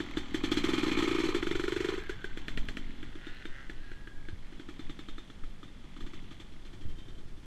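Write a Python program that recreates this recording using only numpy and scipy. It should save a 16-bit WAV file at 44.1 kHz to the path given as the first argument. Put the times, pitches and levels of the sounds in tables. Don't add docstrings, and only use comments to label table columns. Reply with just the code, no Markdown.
import sys
import numpy as np
from scipy import signal
from scipy.fft import rfft, irfft, next_fast_len
from scipy.io import wavfile
from scipy.ndimage import uniform_filter1d, map_coordinates

SR = 44100
rng = np.random.default_rng(int(sys.argv[2]) if len(sys.argv) > 2 else 0)


def file_out(sig):
    cols = np.atleast_2d(sig).T
    lim = np.clip(cols, -1, 1)
    pcm = np.round(lim * 32767).astype(np.int16)
    wavfile.write(sys.argv[1], SR, pcm)


N = 328974

# start_s, crank_turns_per_s, hot_gas_pitch_hz, unburnt_gas_pitch_hz
ENGINE = [(0, 42, 333, 292), (.3, 39.5, 324, 266), (.45, 45, 313.4, 275), (0.649, 62, 326.4, 222),
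          (.9, 52, 326.3, 227), (1.221, 59, 350.3, 272), (1.58, 48, 349.3, 282), (1.9, 44, 384.5, 342),
          (2.25, 32, 375, 306), (2.55, 48, 270, 245), (3, 46, 315.5, 252), (3.998, 41, 346, 251),
          (4.998, 55, 301, 201), (6, 43, 312, 200), (7.46, 39, 331, 193)]
# multiple_of_pipe_pitch, relative_level_db, time_to_peak_s
PIPE_MODES = [(1, 10, 0.0044), (.3, -14, 0.0089), (0.72, -29, 0.0033), (1.138, -11, 0.025),
              (2.67, -16, 0.0061), (3.82, -17.5, 0.0096)]
# center_hz, width_hz, lift_db (negative cuts)
BIKE_COLOUR = [(826, 60, 7), (1257, 100, 5), (1800, 160, 4), (2340, 150, 3), (2720, 260, -4),
               (3200, 450, 5), (3720, 170, -8), (3990, 180, 5), (4391, 90, 7), (4634, 70, 4),
               (5020, 200, -7), (5410, 220, 5), (5800, 200, -3), (6200, 250, 6), (7150, 150, -3),
               (7630, 350, 7), (8300, 350, -8), (8868, 300, 6), (9450, 250, -6), (10730, 300, -7)]
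# pitch_hz, relative_level_db, t60_s
STEEL_MODES = [(2960, -12, 0.22), (3080, -5.5, 0.13), (3180, -5.5, 0.31), (3290, -0.5, 0.1),
               (3470, 1, 0.054), (3530, -2.5, 0.21), (4120, -4, 0.089), (4430, -27, 0.15)]
# center_hz, width_hz, lift_db (negative cuts)
INTAKE_COLOUR = [(1036, 190, 8.5), (1341.5, 49, -4.5), (2210, 75, 14), (2420, 150, 11), (3300, 88, -8),
                 (4145, 140, 17)]
# frequency_hz, density_db
CRACK_SPECTRUM = [(120, 19.5), (420, 17), (600, 6.5), (820, -14.5), (1080, -31), (1400, -11), (1750, 5.5),
                  (2100, -11), (2700, 10.5), (3450, 14.5), (4600, -11.5), (7500, -16), (10000, -31),
                  (14000, -50)]
# frequency_hz, density_db
SPIT_SPECTRUM = [(400, 6), (800, -26.5), (1400, 9.5), (2000, 8.5), (2700, -0.5), (3450, -2), (4600, -35),
                 (7500, -19), (12000, -24), (14500, -52)]
# frequency_hz, density_db
GAS_SPECTRUM = [(250, 5), (620, -8), (1000, -6), (2000, 1.5), (2700, -0.5), (3500, -2), (5000, -9),
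                (7500, -12), (9500, -22), (12000, -22.5), (14500, -42)]
# frequency_hz, density_db
CLATTER_SPECTRUM = [(300, 4.5), (620, -3), (1000, 1), (2200, -1), (2750, -3.5), (3500, 1), (5000, -16),
                    (7500, -16.5), (10000, -69), (14500, -44)]
# frequency_hz, density_db
THUD_SPECTRUM = [(80, -6.5), (200, 4.5), (330, -7.5), (430, 2.5), (520, -22.5), (640, -11.5), (800, -19),
                 (1200, -54)]
# frequency_hz, density_db
BLAST_SPECTRUM = [(120, -8), (240, 11), (400, -12), (500, -8), (640, 13), (800, -23), (1500, -19),
                  (2400, 8), (3000, 3), (4500, -6), (9000, -26), (14000, -49)]
# frequency_hz, density_db
WALL_SPECTRUM = [(900, -26), (1700, -12), (2300, -4.5), (2750, -1), (3100, 0), (3450, 5.5), (3800, -9),
                 (5000, -26), (12000, -45)]
# frequency_hz, density_db
AIRBOX_SPECTRUM = [(150, -14.5), (450, 9), (630, -15), (900, -8.5), (1300, 4.5), (1700, -8), (2400, -3),
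                   (3000, -3), (3500, -5), (4300, -16.5), (5300, -32), (8000, -32), (12000, -56)]
# frequency_hz, density_db
LINK_SPECTRUM = [(600, -7.5), (1100, -13.5), (1480, 9), (1700, 7), (2050, 7), (2260, -10), (2850, -3),
                 (4200, -19), (6000, -20), (12000, -58)]
# frequency_hz, density_db
GUIDE_SPECTRUM = [(900, -30), (1700, 4), (2300, -4), (2800, -2), (3400, -14), (4200, -4), (5000, -31),
                  (12000, -40)]
# frequency_hz, density_db
SWAY_SPECTRUM = [(4, 0), (10, 5.5), (18, 2.5), (28, -12.5), (45, -14.5), (100, -75.5)]
# frequency_hz, density_db
BUFFET_SPECTRUM = [(10, 2.5), (25, -9.5), (45, -7), (100, -11.5), (200, -19), (400, -27), (1000, -64.5)]
# frequency_hz, density_db
AIR_SPECTRUM = [(59, -31), (100, -0.5), (342, -7), (448, -13), (786, -17), (1700, -17.5), (2680, -23.5),
                (3310, -22), (9170, -34.5), (12800, -45.5), (14500, -72)]
# start_s, strength_db
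POPS = [(0.0028, -10.5), (0.171, -3), (0.3443, 0.5), (0.4377, 1.5), (0.5169, 5), (0.5717, 4), (0.6409, 5.5),
        (0.832, 2), (0.866, -4.5), (0.882, -4), (0.9164, 0), (0.9897, -0.5), (1.0426, -8), (1.2006, -3.5),
        (1.237, 0), (1.255, -7), (1.288, -2.5), (1.3469, 3), (1.3641, -10), (1.923, -14), (1.9383, -8.5),
        (1.9783, -7), (2.0946, 0), (2.243, -3.5), (2.3731, -5), (2.4823, -2), (2.5747, -1.5),
        (2.6865, -1.5), (2.7701, -2), (3.029, -8), (3.1547, -11.5), (3.2684, -7.5), (3.454, -2),
        (3.6968, -2), (3.9165, -8.5), (4.0733, -8), (4.286, -4), (4.524, -10.5), (4.597, -3.5), (4.688, -1),
        (4.7934, -2), (5.3007, -4), (5.437, -3.5), (5.63, -1.5), (5.68, -14), (5.8419, -9.5), (5.965, -4),
        (6.007, -1.5), (6.0649, -1.5), (6.135, 0.5), (6.224, -13), (6.311, 0), (6.4002, 2.5), (6.522, -5),
        (7.3742, 6), (7.4335, 9)]
# first_s, last_s, nominal_firings_per_s, strength_db
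RUNS = [(0.688, 0.781, 21, 2.5), (0.9725, 1.077, 19, 0.5), (1.113, 1.185, 28, -2), (1.427, 1.6384, 24, -1),
        (1.68, 1.887, 24, -0.5), (4.8959, 5.181, 10.6, 0.5), (6.652, 6.894, 12.4, 2),
        (6.983, 7.282, 10, 5.5)]
# time_s, distance_m
DISTANCE = [(0, 1.08), (1.3, 2.05), (1.9, 2.57), (2.3, 4.65), (3.2, 5.8), (4.3, 9.7), (5.5, 16.5),
            (7.46, 35)]
# time_s, boom_db, crack_db, engine_side_db, relative_thud_db
FACING = [(0, -1.5, 8, 1, 8), (.7, 1, -3, 0, 2.5), (1.25, 3.5, 5, 1.5, -1), (1.501, 1, 8, -0.5, 5.5),
          (1.89, 3.5, 6.5, 1, -19), (2.2, -3.5, 9.5, 0.5, 8), (2.45, -16, 15, 2.5, -1.5),
          (3.2, -0.5, 10.5, -1, 2), (3.7, -7, 8.5, -1.5, 8), (4.1, -7.5, 10, -2, 4),
          (4.799, 1.5, 4.5, 1.5, 9), (5.45, -7.5, 3.5, -1, 9), (6.102, -0.5, 4, 4.5, -5),
          (6.6, -6, -4, 1.5, 1), (7, -4.5, -23, -4, 0), (7.46, -19, -18, -11, -6)]
# time_s, nominal_pitch_hz, level_relative_to_crack_db
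HONK = [(.6, 1100, -10), (1.1, 1140, 1), (1.5, 1456, 1), (2.1, 1500, 6), (2.243, 1524, 9), (2.4, 1710, -7),
        (3.45, 1610, 1), (3.697, 1710, 7.5), (4.3, 1590, 7), (4.9, 1275, 3.5), (5.5, 1270, 10.5),
        (6.2, 1230, 7.5), (6.6, 1260, 4)]
# time_s, relative_level_db
UNBURNT = [(0, -0.5), (.7, 3), (1.3, -1.5), (2.3, -4.5), (2.9, 8), (3.3, -4), (4.4, 2), (5.1, 1.5),
           (6.2, 5), (6.7, -9), (7.46, 0)]
# time_s, level_db
TINKLE = [(0.05, -60), (.45, -72), (1.3, -62), (2.1, -61), (2.8, -61.5), (4.2, -75), (4.7, -66),
          (5.2, -66.5), (5.6, -73.5), (6.15, -62), (6.45, -66), (6.7, -70), (7.1, -69), (7.46, -77)]
# time_s, relative_level_db
THROTTLE = [(0.399, -50), (.62, -42.5), (.8, -39), (0.999, -37), (1.3, -40), (1.442, -47), (1.8, -48),
            (1.93, -43), (2.05, -61)]
# middle_s, length_s, level_db
CHAIN_RATTLES = [(1.886, 0.28, -54), (2.203, 1, -58.5), (3.289, 0.046, -56), (3.352, 0.64, -55.5),
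                 (3.592, .12, -56), (3.874, 0.4, -63.5)]
# middle_s, length_s, level_db
GUIDE_RASPS = [(2.906, 0.29, -61), (3.341, 0.24, -58), (3.869, 0.28, -63.5), (4.465, 0.11, -64.5)]
# time_s, links_per_s
LINK_RATE = [(2.0, 112), (3.22, 118), (3.38, 126), (3.62, 134), (3.72, 120), (3.92, 140)]
# middle_s, length_s, pitch_hz, relative_level_db, crank_pulse_share, note_steadiness
DRAGS_AND_WHINE = [(2.073, 0.2, 1658, -54, 1, 0.26), (2.264, 0.17, 1540, -53, 1, .1),
                   (3.872, 0.15, 1640, -63, 0.1, 1.2), (4.13, 0.4, 1644, -62, 0.4, 0.92),
                   (7.036, 0.36, 3130, -67.5, 0.3, 2)]
# from_s, to_s, relative_level_db
LOOSE_RINGS = [(3.2, 3.5, -52), (4.25, 4.3, -64), (4.75, 5.05, -55), (5.05, 5.2, -52), (5.6, 5.7, -60.5),
               (6.95, 7.1, -58.5)]
# middle_s, length_s, sway_level_db, buffet_level_db
GUSTS = [(0.553, 0.1, -37, -61), (0.82, 1.1, -46, -55), (1.377, 2.6, -48.5, -48.5),
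         (2.617, 0.4, -29.5, -50), (3.89, 1.8, -39.5, -76), (4.33, 0.098, -58, -57), (5.105, 0.2, -42, -72),
         (5.492, 0.11, -37, -78), (6.033, 0.046, -33, -49), (6.886, 0.065, -41, -45.5),
         (7.042, 1.12, -42, -53)]
# start_s, relative_level_db
KNOCKS = [(4.33, -29.5), (6.853, -31), (6.887, -44), (7.257, -42)]

BOOM_DB, CRACK_DB, SHELL_DB = -19.5, -33.5, -37.5
BOOM_SHARE = 0.45
FADE_DB_PER_DOUBLING = 4.5
BUSY_S, CRUISE_PER_S = 0.21, 11.2
PUFF_GROWS_DB, CLATTER_GROWS_DB = 4, 2
COLD_START, WARM_S = .16, 0.0035
COOL_S = .028
GROUND_S, GROUND_DB = 0.00155, -13.5
TOP_HZ = 14500


def amp(db):
    return 10 ** (np.asarray(db) / 20)


def unit(x):
    return x / np.sqrt(np.mean(x ** 2) + 1e-20)


def curves(rows):
    time_s, *columns = np.transpose(rows)
    return [np.interp(np.arange(N) / SR, time_s, column) for column in columns]


def wobble(rate_hz):
    knots = rng.standard_normal(int(N * rate_hz / SR) + 4)
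    return map_coordinates(knots, [np.arange(N) * rate_hz / SR])


def swell(middle_s, length_s, flat=2):
    return np.exp(-np.abs(2 * (np.arange(N) / SR - middle_s) / length_s) ** flat)


def add(track, start_s, sound):
    start = min(max(round(start_s * SR), 0), N)
    track[start:start + len(sound)] += sound[:N - start]


def body(spectrum, colour=(), size=8192):
    hz = np.fft.rfftfreq(size, 1 / SR)
    knots_hz, density_db = np.transpose(spectrum)
    db = np.interp(np.log(hz + 1), np.log(knots_hz), density_db)
    for center_hz, width_hz, lift_db in colour:
        db = db + lift_db / (1 + (2 * (hz - center_hz) / width_hz) ** 2)
    cepstrum = irfft(np.log(amp(db)))
    cepstrum[1:size // 2] *= 2
    cepstrum[size // 2 + 1:] = 0
    response = irfft(np.exp(rfft(cepstrum)))
    return response / np.linalg.norm(response)


def through(x, response):
    return signal.fftconvolve(x, response)[:N]


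def noise(spectrum, colour=()):
    return unit(through(rng.standard_normal(N), body(spectrum, colour)))


def bursts(times, sizes, t60):
    samples = np.clip(np.round(np.asarray(times) * SR).astype(int), 0, N)
    kicks = np.bincount(samples, sizes, N + 1)
    return through(kicks, amp(-60 * np.arange(SR // 4) / SR / t60))


def impulses(times, sizes):
    return np.bincount(np.round(np.abs(times) * SR).astype(int), sizes, N)


def distance_db():
    metres, = curves(DISTANCE)
    return -FADE_DB_PER_DOUBLING * np.log2(np.maximum(metres, .5) / DISTANCE[0][1])


def firings():
    events = [tuple(pop) for pop in POPS]
    for first, last, rate, db in RUNS:
        count = round((last - first) * rate) + 1
        events += [(s, db) for s in np.linspace(first, last, count)]
    times, strength = np.transpose(sorted(events))
    when, *aims = np.transpose(FACING)
    boom, crack, side, _ = [np.interp(times, when, aim) for aim in aims]
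    far = np.interp(times * SR, np.arange(N), distance_db())
    boom_db = BOOM_DB + far + boom + BOOM_SHARE * strength
    crack_db = CRACK_DB + far + crack + strength
    shell_db = SHELL_DB + far + side + strength
    return np.transpose([times, boom_db, crack_db, shell_db])


def idle_strokes(sag=0.0936):
    when, speed, *_ = np.transpose(ENGINE)
    fired = np.append(firings()[:, 0], N / SR)
    times = []
    for a, b in zip(fired[:-1], fired[1:]):
        turns = max(round((b - a) * np.interp(a, when, speed)), 1)
        u = np.arange(1, turns) / turns
        times.extend(a + (b - a) * (u - sag * u * (1 - u)))
    return np.array(times)


def crank_turns():
    return np.concatenate([idle_strokes(), firings()[:, 0]])


def effort():
    grid = np.arange(0, N / SR, .01)
    offsets = (grid[:, None] - firings()[:, 0]) / BUSY_S
    rate = np.exp(-np.pi * offsets ** 2).sum(axis=1) / BUSY_S
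    return np.interp(np.arange(N) / SR, grid, np.log2((rate + 1) / CRUISE_PER_S))


def pipe(start_s, heat=1, scatter=.012):
    when, _, hot_hz, cold_hz = np.transpose(ENGINE)
    hz = np.interp(start_s, when, cold_hz + heat * (hot_hz - cold_hz))
    hz *= 1 + scatter * rng.standard_normal()
    t = np.arange(SR // 8) / SR
    cycles = hz * (t - COLD_START * WARM_S * (1 - np.exp(-t / WARM_S)))
    ring = np.zeros(len(t))
    for ratio, db, peak_s in PIPE_MODES:
        bloom = (t / peak_s * np.exp(1 - t / peak_s)) ** 2
        ring -= amp(db) * bloom * np.sin(2 * np.pi * ratio * cycles)
    return ring / np.abs(ring).max()


def steel(detune=0.0042, scatter_db=3):
    hz, db, t60 = np.transpose(STEEL_MODES)[..., None]
    pitch, size, phase = rng.standard_normal((3, len(STEEL_MODES), 1))
    t = np.arange(SR // 3) / SR
    decay = amp(db + scatter_db * size - 60 * t / t60)
    modes = decay * np.sin(2 * np.pi * (hz * (1 + detune * pitch) * t + phase))
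    return modes.sum(axis=0)


def wind(air_db=-58, restless_db=2):
    breeze_db = restless_db * wobble(3.5)
    sway = amp(-45.5 + breeze_db)
    buffet = amp(-51.5 + breeze_db)
    for middle, length, sway_db, buffet_db in GUSTS:
        gust = swell(middle, length)
        sway += amp(sway_db) * gust
        buffet += amp(buffet_db) * gust
    hush = amp(air_db + wobble(1.94)) * noise(AIR_SPECTRUM)
    return sway * noise(SWAY_SPECTRUM) + buffet * noise(BUFFET_SPECTRUM) + hush


def crank(puff_db=-37, clatter_db=-50, slap_db=10, slap_t60=.022, slap_lead_s=.008):
    busy, far_db, side_db = effort(), distance_db(), curves(FACING)[2]
    puffs_db = puff_db + far_db + PUFF_GROWS_DB * busy + side_db + curves(UNBURNT)[0]
    running_db = clatter_db + far_db + CLATTER_GROWS_DB * busy + side_db
    idle, fired = idle_strokes(), firings()[:, 0]
    whirr = noise(CLATTER_SPECTRUM, BIKE_COLOUR)
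    knock = bursts(idle - slap_lead_s, amp(rng.standard_normal(len(idle))), slap_t60)
    slaps = amp(slap_db) * knock * noise(CLATTER_SPECTRUM, [(2100, 550, 16)])
    since_firing_s = idle - fired[np.searchsorted(fired, idle) - 1]
    puffs = np.zeros(N)
    for s, heat in zip(idle, np.exp(-since_firing_s / COOL_S)):
        add(puffs, s, amp(rng.normal(0, 2.2)) * pipe(s, heat, scatter=.04))
    return amp(puffs_db) * puffs + amp(running_db) * (whirr + slaps)


def tinkle(t60=0.075, lead_s=.003, scatter_db=2.0):
    turns = crank_turns()
    taps = bursts(turns - lead_s, amp(scatter_db * rng.standard_normal(len(turns))), t60)
    ring = through(taps * rng.standard_normal(N), body(WALL_SPECTRUM))
    return amp(curves(TINKLE)[0]) * unit(ring)


def exhaust(crack_gain_db=14, spit_db=-16, ring_db=-4, gas_db=1, crack_lag_s=0.00038):
    spit_t60, gas_t60, blowdown_s, ground_scatter = 0.036, 0.17, 0.016, .12
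    rings, steps = np.zeros(N), np.zeros(N)
    for s, boom_db, crack_db, shell_db in firings():
        add(rings, s, amp(boom_db) * pipe(s))
        add(rings, s, amp(shell_db + ring_db) * steel())
        step_db = crack_db + crack_gain_db
        bounce_s = GROUND_S * np.exp(ground_scatter * rng.standard_normal())
        add(steps, s + crack_lag_s, -amp([step_db]))
        add(steps, s + crack_lag_s + bounce_s, -amp([step_db + GROUND_DB]))
    times, _, crack_db, shell_db = firings().T
    spit_envelope = bursts(times, amp(crack_db + crack_gain_db + spit_db), spit_t60)
    spit = spit_envelope * rng.standard_normal(N)
    flow = bursts(times, amp(shell_db + gas_db), gas_t60)
    opening_flow = uniform_filter1d(flow, int(blowdown_s * SR))
    rush = opening_flow * rng.standard_normal(N)
    crack = through(steps, body(CRACK_SPECTRUM))
    spit = through(spit, body(SPIT_SPECTRUM, BIKE_COLOUR))
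    rush = through(rush, body(GAS_SPECTRUM, BIKE_COLOUR))
    return rings + crack + spit + rush


def thuds(thud_db=12):
    times, _, crack_db, _ = firings().T
    when, *_, behind_db = np.transpose(FACING)
    sizes = amp(crack_db + thud_db + np.interp(times, when, behind_db))
    return through(impulses(times, -sizes), body(THUD_SPECTRUM))


def honks(t60=0.023, detune=.025):
    track, t = np.zeros(N), np.arange(SR // 12) / SR
    when, pitch, level = np.transpose(HONK)
    for s, _, crack_db, _ in firings():
        hz = np.interp(s, when, pitch) * (1 + detune * rng.standard_normal())
        db = crack_db + np.interp(s, when, level)
        onset = 1 - np.exp(-t * hz)
        add(track, s, -amp(db - 60 * t / t60) * np.cos(2 * np.pi * hz * t) * onset)
    return track


def intake(lead_s=0.006, rise_s=0.0027, gulp_t60=.06, intake_db=1):
    reed_s, reed_snap, detune, lift_scatter_db = .006, 5, .01, 1.5
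    when, db = np.transpose(THROTTLE)
    turns = crank_turns()
    track, t = np.zeros(N), np.arange(SR // 12) / SR
    snap = reed_snap * (np.arange(len(t)) == round(reed_s * SR))
    gulp = (1 - np.exp(-t / rise_s)) * amp(-60 * t / gulp_t60)
    for s in np.sort(turns[(turns > when[0]) & (turns < when[-1])]):
        colour = []
        for hz, width, lift in INTAKE_COLOUR:
            a, b = rng.standard_normal(2)
            colour.append((hz * (1 + detune * a), width, lift + lift_scatter_db * b))
        airbox = body(AIRBOX_SPECTRUM, [*BIKE_COLOUR, *colour], size=4096)
        air = signal.fftconvolve(gulp * rng.standard_normal(len(t)) + snap, airbox)
        add(track, s - lead_s, 2 * amp(np.interp(s, when, db) + intake_db) * air)
    return track


def chain(second_db=-5, wander=.014):
    jitter_s, tick_t60, scatter_db, grit = .000055, .012, 2, .09
    speed = curves(LINK_RATE)[0] * (1 + wander * wobble(11))
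    slack = sum(amp(db) * swell(s, length) for s, length, db in CHAIN_RATTLES)
    drag = sum(amp(db) * swell(s, length) for s, length, db in GUIDE_RASPS)
    half_links = np.floor(2 * np.cumsum(speed) / SR)
    times = np.flatnonzero(np.diff(half_links)) / SR
    chance = rng.standard_normal((len(times), 2))
    sizes = amp(scatter_db * chance[:, 0] + second_db * (np.arange(len(times)) % 2))
    envelope = bursts(times + jitter_s * chance[:, 1], sizes, tick_t60)
    ticks = np.diff(envelope, prepend=0) + grit * envelope * rng.standard_normal(N)
    sprocket = slack * unit(through(ticks, body(LINK_SPECTRUM)))
    return sprocket + drag * unit(through(ticks, body(GUIDE_SPECTRUM)))


def brake_and_whine(flutter_hz=130, crank_jerk=3, jerk_t60=.03, chatter_db=1.2):
    t, turns = np.arange(N) / SR, crank_turns()
    jerks = unit(1 + crank_jerk * bursts(turns, np.ones(len(turns)), jerk_t60))
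    unsteadiness = wobble(flutter_hz) + 1j * wobble(flutter_hz)
    tones = np.zeros(N)
    for s, length, hz, db, share, steady in DRAGS_AND_WHINE:
        note = unit(((steady + unsteadiness) * np.exp(2j * np.pi * hz * t)).real)
        pulse = 1 + np.clip(share, 0, 1) * (jerks - 1)
        tones += amp(db) * swell(s, length, flat=12.0) * pulse * note
    return unit(amp(chatter_db * wobble(60))) * tones


def blasts(blast_db=12):
    times, _, crack_db, _ = firings().T
    steps = impulses(times, -amp(crack_db + blast_db))
    return through(steps * swell(2.63, .42, flat=6.6), body(BLAST_SPECTRUM))


def loose_part(pitch_hz=3610, detune=0.0067, t60=.17, swell_s=0.00037, ring_db=2):
    track, t, times = np.zeros(N), np.arange(SR // 4) / SR, firings()[:, 0]
    onset = 1 - np.exp(-t / swell_s)
    for start, end, db in LOOSE_RINGS:
        for s in times[(times > start) & (times < end)]:
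            hz = pitch_hz * (1 + detune * rng.standard_normal())
            add(track, s, amp(db + ring_db - 60 * t / t60) * onset * np.sin(2 * np.pi * hz * t))
    return track


def knocks(mount_hz=85, t60=0.045, knock_db=2):
    track, t = np.zeros(N), np.arange(SR // 4) / SR
    onset = 1 - np.exp(-t / 0.00015)
    for s, db in KNOCKS:
        add(track, s, amp(db + knock_db - 60 * t / t60) * onset * np.sin(2 * np.pi * mount_hz * t))
    return track


def scene():
    engine = crank() + tinkle() + exhaust() + thuds() + honks() + intake()
    bike = engine + chain() + brake_and_whine() + blasts() + loose_part()
    return (wind() + bike + knocks())[None]


def record(dry):
    size = next_fast_len(N + SR // 2)
    passband = np.fft.rfftfreq(size, 1 / SR) < TOP_HZ
    return irfft(rfft(dry, size) * passband, size)[:, :N]


dry = scene()
out = record(dry)
file_out(out)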